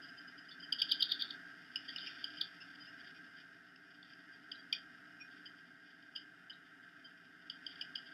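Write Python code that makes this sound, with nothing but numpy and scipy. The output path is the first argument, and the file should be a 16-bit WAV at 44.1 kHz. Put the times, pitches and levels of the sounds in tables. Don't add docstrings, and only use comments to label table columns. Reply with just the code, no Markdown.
import sys
import numpy as np
from scipy import signal
from scipy.fft import rfft, irfft, next_fast_len
from scipy.io import wavfile
from scipy.ndimage import uniform_filter1d

SR = 44100
rng = np.random.default_rng(int(sys.argv[2]) if len(sys.argv) > 2 else 0)


def master(y):
    cut = np.clip(np.atleast_2d(y).T, -1, 1)
    pcm = np.round(cut * 32767)
    wavfile.write(sys.argv[1], SR, pcm.astype(np.int16))


N = 358533
TIME = np.arange(N) / SR

# (peak time [s], relative level [dB], swell [s], closing pitch [Hz])
CHIPS = [ (0.7282, -24, 0.0042, 2940), (0.8205, -20.5, 0.0036, 3066), (0.9220, -22, 0.008, 3050),
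         (1.0291, -21.5, 0.0068, 3134), (1.1222, -23, 0.0052, 3226), (1.2246, -27.5, 0.0063, 3250),
         (1.31, -37.5, 0.0059, 3245), (1.7597, -25, .0014, 2900), (1.9625, -31, 0.0016, 2860),
         (1.9856, -37.5, 0.0031, 3420), (2.2440, -28.5, 0.0025, 3005), (2.4152, -25.5, 0.005, 3150),
         (3.7620, -52.5, 0.0022, 5020), (4.031, -47.5, 0.0021, 3300), (4.1370, -51, 0.0028, 4790),
         (4.5200, -36.5, 0.004, 3000), (4.7286, -22, .0018, 3084), (4.7322, -30, 0.0029, 2200),
         (4.752, -35, 0.0018, 3170), (5.4590, -43, .0020, 2930), (6.1627, -35.5, .0018, 2980),
         (7.5010, -33.5, .0024, 3030), (7.6674, -31, 0.0023, 3000), (7.7590, -47, 0.0023, 3100),
         (7.814, -32.5, 0.0032, 2940), (7.9586, -32.5, 0.0045, 2930)]
# (start [s], length [s], relative level [dB], pitch [Hz], glide [Hz], roughness [0-1])
SQUEALS = [ (.015, 0.049, -54, 4940, 0, 0.4), (.507, 0.028, -51.5, 3490, -120, 0.33),
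           (.623, 0.041, -48.5, 3260, -320, 0.23), (1.003, .010, -37.5, 3290, -140, .38),
           (1.193, .028, -40, 3355, 306, .86), (1.880, 0.032, -44.5, 3180, 100, 0.53),
           (1.883, 0.016, -43.5, 1886, -30, 0.2), (1.991, 0.067, -48.5, 3090, 4, 0.45),
           (2.059, .03, -45, 3100, -450, 0.78), (2.36, 0.037, -51, 3020, 27, .54),
           (2.602, 0.034, -53.5, 5210, -160, 0.43), (2.798, 0.049, -53, 4910, 7, 0.12),
           (2.868, .035, -58, 5190, -130, 0.2), (4.32, 0.037, -62, 4840, -110, .2),
           (4.551, 0.013, -59.5, 3850, 220, 0.5), (4.58, .04, -60, 4700, 83, 0.1),
           (5.193, 0.036, -52, 2517, -140, 0.23), (5.457, 0.021, -47.5, 3080, 2, .28),
           (6.151, 0.034, -42.5, 3116, -110, 0.33), (6.497, 0.012, -41.5, 3060, -60, .3),
           (6.528, .013, -61, 3860, -350, .3), (7.042, .03, -51.5, 3110, 17, .12),
           (7.692, 0.039, -55, 3170, -17, 0.53), (7.812, 0.014, -45.5, 3238, -300, 0.82),
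           (7.959, .045, -54.5, 3150, 90, 0.54), (8.053, 0.037, -58, 3200, 25, .58)]
# (peak time [s], level [dB], rise [s], fall [s])
MOVEMENTS = [ (1.2, -61.5, .22, 0.13), (2.08, -56, 0.19, .38), (3.12, -63.5, 0.12, 0.1),
             (3.38, -59, 0.026, 0.032), (4.1, -69.5, 0.11, 0.083), (4.82, -81, .08, .15),
             (5.38, -72.5, 0.068, 0.22), (7.73, -61, .1, 0.067), (8.13, -66.5, 0.16, .2)]
# (frequency [Hz], gain [dB])
STICK_COLOUR = [(1300, -9), (2000, 1), (2600, -1.5), (3100, 3.5), (3550, 1), (3950, -22), (4400, -31.5)]
# (time [s], relative level [dB])
AIR_LEVEL = [(0.0, -56.5), (0.54, -59.5), (0.74, -56.5), (0.9, -56.5), (1.33, -55.5), (1.61, -58.5),
             (1.74, -58.5), (2.06, -56), (2.76, -58.5), (3.01, -58), (3.78, -63), (4.71, -60), (5.46, -60),
             (5.86, -64), (6.43, -61.5), (7.4, -62.5), (7.83, -58), (8.13, -59.5)]
# (frequency [Hz], gain [dB])
RUMBLE_COLOUR = [(15, -68), (25, -39), (64, -17), (92, -21), (125, -10), (172, -3), (213, -13.5),
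                 (243, -0.5), (289, 2), (309, 2), (339, -22), (377, -6.5), (425, -13), (498, -22.5),
                 (600, -24.5), (780, -50), (1320, -120)]
HOLLOW_COLOUR = [(330, -42.5), (560, -5.5), (601, -21.5), (638, 2), (672, 9), (753, 3.5), (824, -6.5),
                 (921, 0), (1020, -22.5), (1200, -6), (1560, -51.5), (2640, -120)]
HISS_COLOUR = [(650, -53.5), (1100, -22.5), (1210, -14), (1290, -10), (1570, -1), (1680, -8), (2120, -10.5),
               (2320, -23.5), (2930, -18), (4200, -38), (5460, -76), (9240, -120)]
TREBLE_COLOUR = [(3500, -26), (5500, -2), (7000, -4.5), (10000, -7), (14000, -11.5)]
# (frequency [Hz], rms level [dB])
MAINS_HARMONICS = [(120, -91), (180, -78.5), (300, -80), (420, -94), (660, -85), (780, -89), (900, -95)]
# (frequency [Hz], width [Hz], gain [dB])
HOUSING_MODES = [(1198, 95, -15.5), (1323, 36, 4), (1597, 35.6, 8.5), (1641, 22, -14.5), (1728, 35, 6.5),
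                 (1814, 41, -20), (1872, 18, 8), (1988, 30, -11), (2214, 123, -14), (2465, 25.5, 9.5),
                 (2548, 123, -18), (2630, 27, -6), (2932, 24, 6.5), (3014, 26, -8), (3164, 38, 4),
                 (3313, 47, -5.5), (3200, 59, 3), (3637, 27, 10.5), (3670, 59, -4.5), (3830, 90, 6.5),
                 (4640, 55, 5)]
# (time [s], gain [dB])
IMAGE_LEVEL = [(0, -1), (.7, .5), (6.2, -1.5), (6.48, -5), (7.05, -3), (7.5, -2)]
# (frequency [Hz], gain [dB])
LOW_IMAGE_COLOUR = [(1500, -31), (2500, 9), (3050, -4), (3600, 1), (4200, -9), (4700, 1), (5000, -4),
                    (5500, -3), (6000, -30), (6500, -38.5)]
HIGH_IMAGE_COLOUR = [(10400, -36), (11000, -22.5), (11300, -28), (11850, -47), (12450, -24), (12850, -31),
                     (13500, -47)]


def chips(stop_s=0.0019, slide_hz=878, slide_swell_s=0.00523, jitter_hz=70, flutter_db=1.4):
    out, waver, flutter = np.zeros(N), drift(500), drift(400)
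    for peak_s, db, swell_s, close_hz in CHIPS:
        t = np.arange(-2 * swell_s, 5 * stop_s, 1 / SR)
        now = int(peak_s * SR) + np.arange(len(t))
        onset = np.sin(np.pi / 2 * np.interp(t / swell_s, [-1.7, -.85], [0, 1])) ** 2
        envelope = onset / np.cosh(2 * t / np.where(t < 0, swell_s, stop_s))
        open_hz = close_hz + slide_hz * np.tanh(swell_s / slide_swell_s)
        slide = np.interp(t, [-1.1 * swell_s, 0.44 * stop_s], [open_hz, close_hz])
        tone = whistle(slide + jitter_hz * waver[now])
        add(out, peak_s + t[0], from_db(db + flutter_db * flutter[now]) * envelope * tone)
    return out


def squeals(notes, jitter_hz=280, flutter_db=3.5):
    out, waver, flutter = np.zeros(N), drift(215), drift(220)
    for start_s, length_s, db, hz, glide_hz, rough in notes:
        now = slice(int(start_s * SR), min(int((start_s + length_s) * SR), N))
        along = np.linspace(0, 1, now.stop - now.start)
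        arch = np.abs(np.sin(np.pi * along)) ** np.clip(1 - rough, .3, 1)
        pitch = hz + glide_hz * along + rough * jitter_hz * waver[now]
        out[now] += arch * from_db(db + rough * flutter_db * flutter[now]) * whistle(pitch)
    return out


def rasp_notes(lead_s=.035, length_s=.034, rise_hz=278.6, rough=.7, min_gap_s=.06, max_gap_s=.12):
    return [(s - lead_s, length_s, db - 20, hz + 130, rise_hz, rough)
            for previous, (s, db, _, hz) in zip(CHIPS, CHIPS[1:])
            if min_gap_s < s - previous[0] < max_gap_s]


def peep_notes(first_s=.083, gap_s=.093, slowing_s=.005, length_s=.02, hz=4887, rise_hz=141, rough=.27):
    k = np.arange(6)
    starts = first_s + k * gap_s + k * (k - 1) / 2 * slowing_s
    return [(s, length_s, -52, hz, rise_hz, rough) for s in starts]


def nest_echoes(calls, near_db=-9.5, near_t60=0.038, far_db=-10.5, far_t60=0.16):
    t = TIME[:SR // 2]
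    response = np.zeros(len(t))
    response[0] = 1
    for db, t60, first_s in [(near_db, near_t60, .002), (far_db, far_t60, .014)]:
        echoes = rng.standard_normal(len(t)) * from_db(-60 * t / t60) * (t > first_s)
        response += from_db(db) * echoes / np.linalg.norm(echoes)
    return signal.fftconvolve(calls, response)[:N]


def stirring(rest_db=-77.5):
    moves = [from_db(db) * np.exp(-np.maximum((s - TIME) / rise_s, (TIME - s) / fall_s))
             for s, db, rise_s, fall_s in MOVEMENTS]
    return np.sqrt(from_db(rest_db) ** 2 + np.sum(np.square(moves), axis=0))


def rustle(crackles_per_s=6000, clump_db=4.0, twigs_per_s=120, twig_db=-12.5):
    straw = rng.standard_normal(N) * (rng.random(N) < crackles_per_s / SR)
    straw *= from_db(clump_db * drift(19))
    twigs = rng.uniform(-0.99, 1, N) * (rng.random(N) < twigs_per_s / SR)
    crackle = rms_one(straw) + from_db(twig_db) * rms_one(twigs)
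    return stirring() * rms_one(coloured(crackle, STICK_COLOUR))


def air(low_db=-67.3, hollow_db=-9.5, hiss_db=-1.0, treble_db=-25.0):
    air_db, = in_time(AIR_LEVEL)
    swing_db = air_db - air_db.mean()
    low = noise(RUMBLE_COLOUR) + from_db(hollow_db) * noise(HOLLOW_COLOUR)
    low *= from_db(low_db + 0.84 * swing_db)
    hiss = from_db(air_db + hiss_db) * noise(HISS_COLOUR)
    treble = from_db(air_db.mean() + 0.76 * swing_db + treble_db) * noise(TREBLE_COLOUR)
    return low + hiss + treble


def mains_hum():
    return sum(from_db(db) * np.sqrt(2) * np.sin(2 * np.pi * (hz * TIME + rng.random()))
               for hz, db in MAINS_HARMONICS)


def housing(x):
    for hz, width_hz, db in HOUSING_MODES:
        x = x + (from_db(db) - 1) * resonate(x, hz, width_hz)
    return x


def from_db(db):
    return 10 ** (np.asarray(db) / 20)


def rms_one(x):
    return x / np.sqrt(np.mean(x ** 2) + 1e-20)


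def in_time(rows):
    s, *columns = np.transpose(rows)
    return [np.interp(TIME, s, column) for column in columns]


def add(out, start_s, sound):
    at = max(int(start_s * SR), 0)
    out[at:at + len(sound)] += sound[:max(N - at, 0)]


def coloured(x, colour):
    size = next_fast_len(N)
    log_hz = np.log(np.maximum(np.fft.rfftfreq(size, 1 / SR), 1))
    hz, db = np.transpose(colour)
    beyond = np.abs(log_hz - np.clip(log_hz, np.log(hz[0]), np.log(hz[-1])))
    gain = from_db(np.interp(log_hz, np.log(hz), db) - 120 * beyond)
    return irfft(rfft(x, size) * gain, size)[:N]


def noise(colour):
    return rms_one(coloured(rng.standard_normal(N), colour))


def resonate(x, hz, width_hz):
    r = np.exp(-np.pi * width_hz / SR)
    feedback = [1, -2 * r * np.cos(2 * np.pi * hz / SR), r * r]
    return signal.lfilter([1, 0, -1], feedback, x) * (1 - r * r) / 2


def drift(rate_hz):
    r = np.exp(-2 * np.pi * rate_hz / SR)
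    return rms_one(signal.lfilter([1], [1, -2 * r, r * r], rng.standard_normal(N + SR))[SR:])


def whistle(hz):
    return np.sin(2 * np.pi * np.cumsum(hz) / SR)


def scene(chip_db=-2.5, squeal_db=-2.0):
    calls = from_db(chip_db) * chips()
    calls += from_db(squeal_db) * squeals(SQUEALS + rasp_notes() + peep_notes())
    return housing(nest_echoes(calls) + rustle() + air() + mains_hum())[None]


def record(dry, sampling_hz=8000, cutoff_hz=14700, loud_db=-25.5, growth=0.56):
    phase = 2 * np.pi * sampling_hz * TIME
    image_db, = in_time(IMAGE_LEVEL)
    mirrored = from_db(image_db) * dry[0] * 2 * (np.cos(phase) + np.cos(2 * phase))
    low_images = coloured(mirrored, LOW_IMAGE_COLOUR)
    running_rms = np.sqrt(np.abs(uniform_filter1d(dry[0] ** 2, size=90)))
    loudness = np.clip(running_rms / from_db(loud_db), 1e-6, 1)
    high_images = coloured(mirrored * loudness ** growth, HIGH_IMAGE_COLOUR)
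    lowpass = signal.ellip(10, .1, 70, cutoff_hz, fs=SR, output="sos")
    return signal.sosfilt(lowpass, dry + low_images + high_images)


dry = scene()
out = record(dry)
master(out)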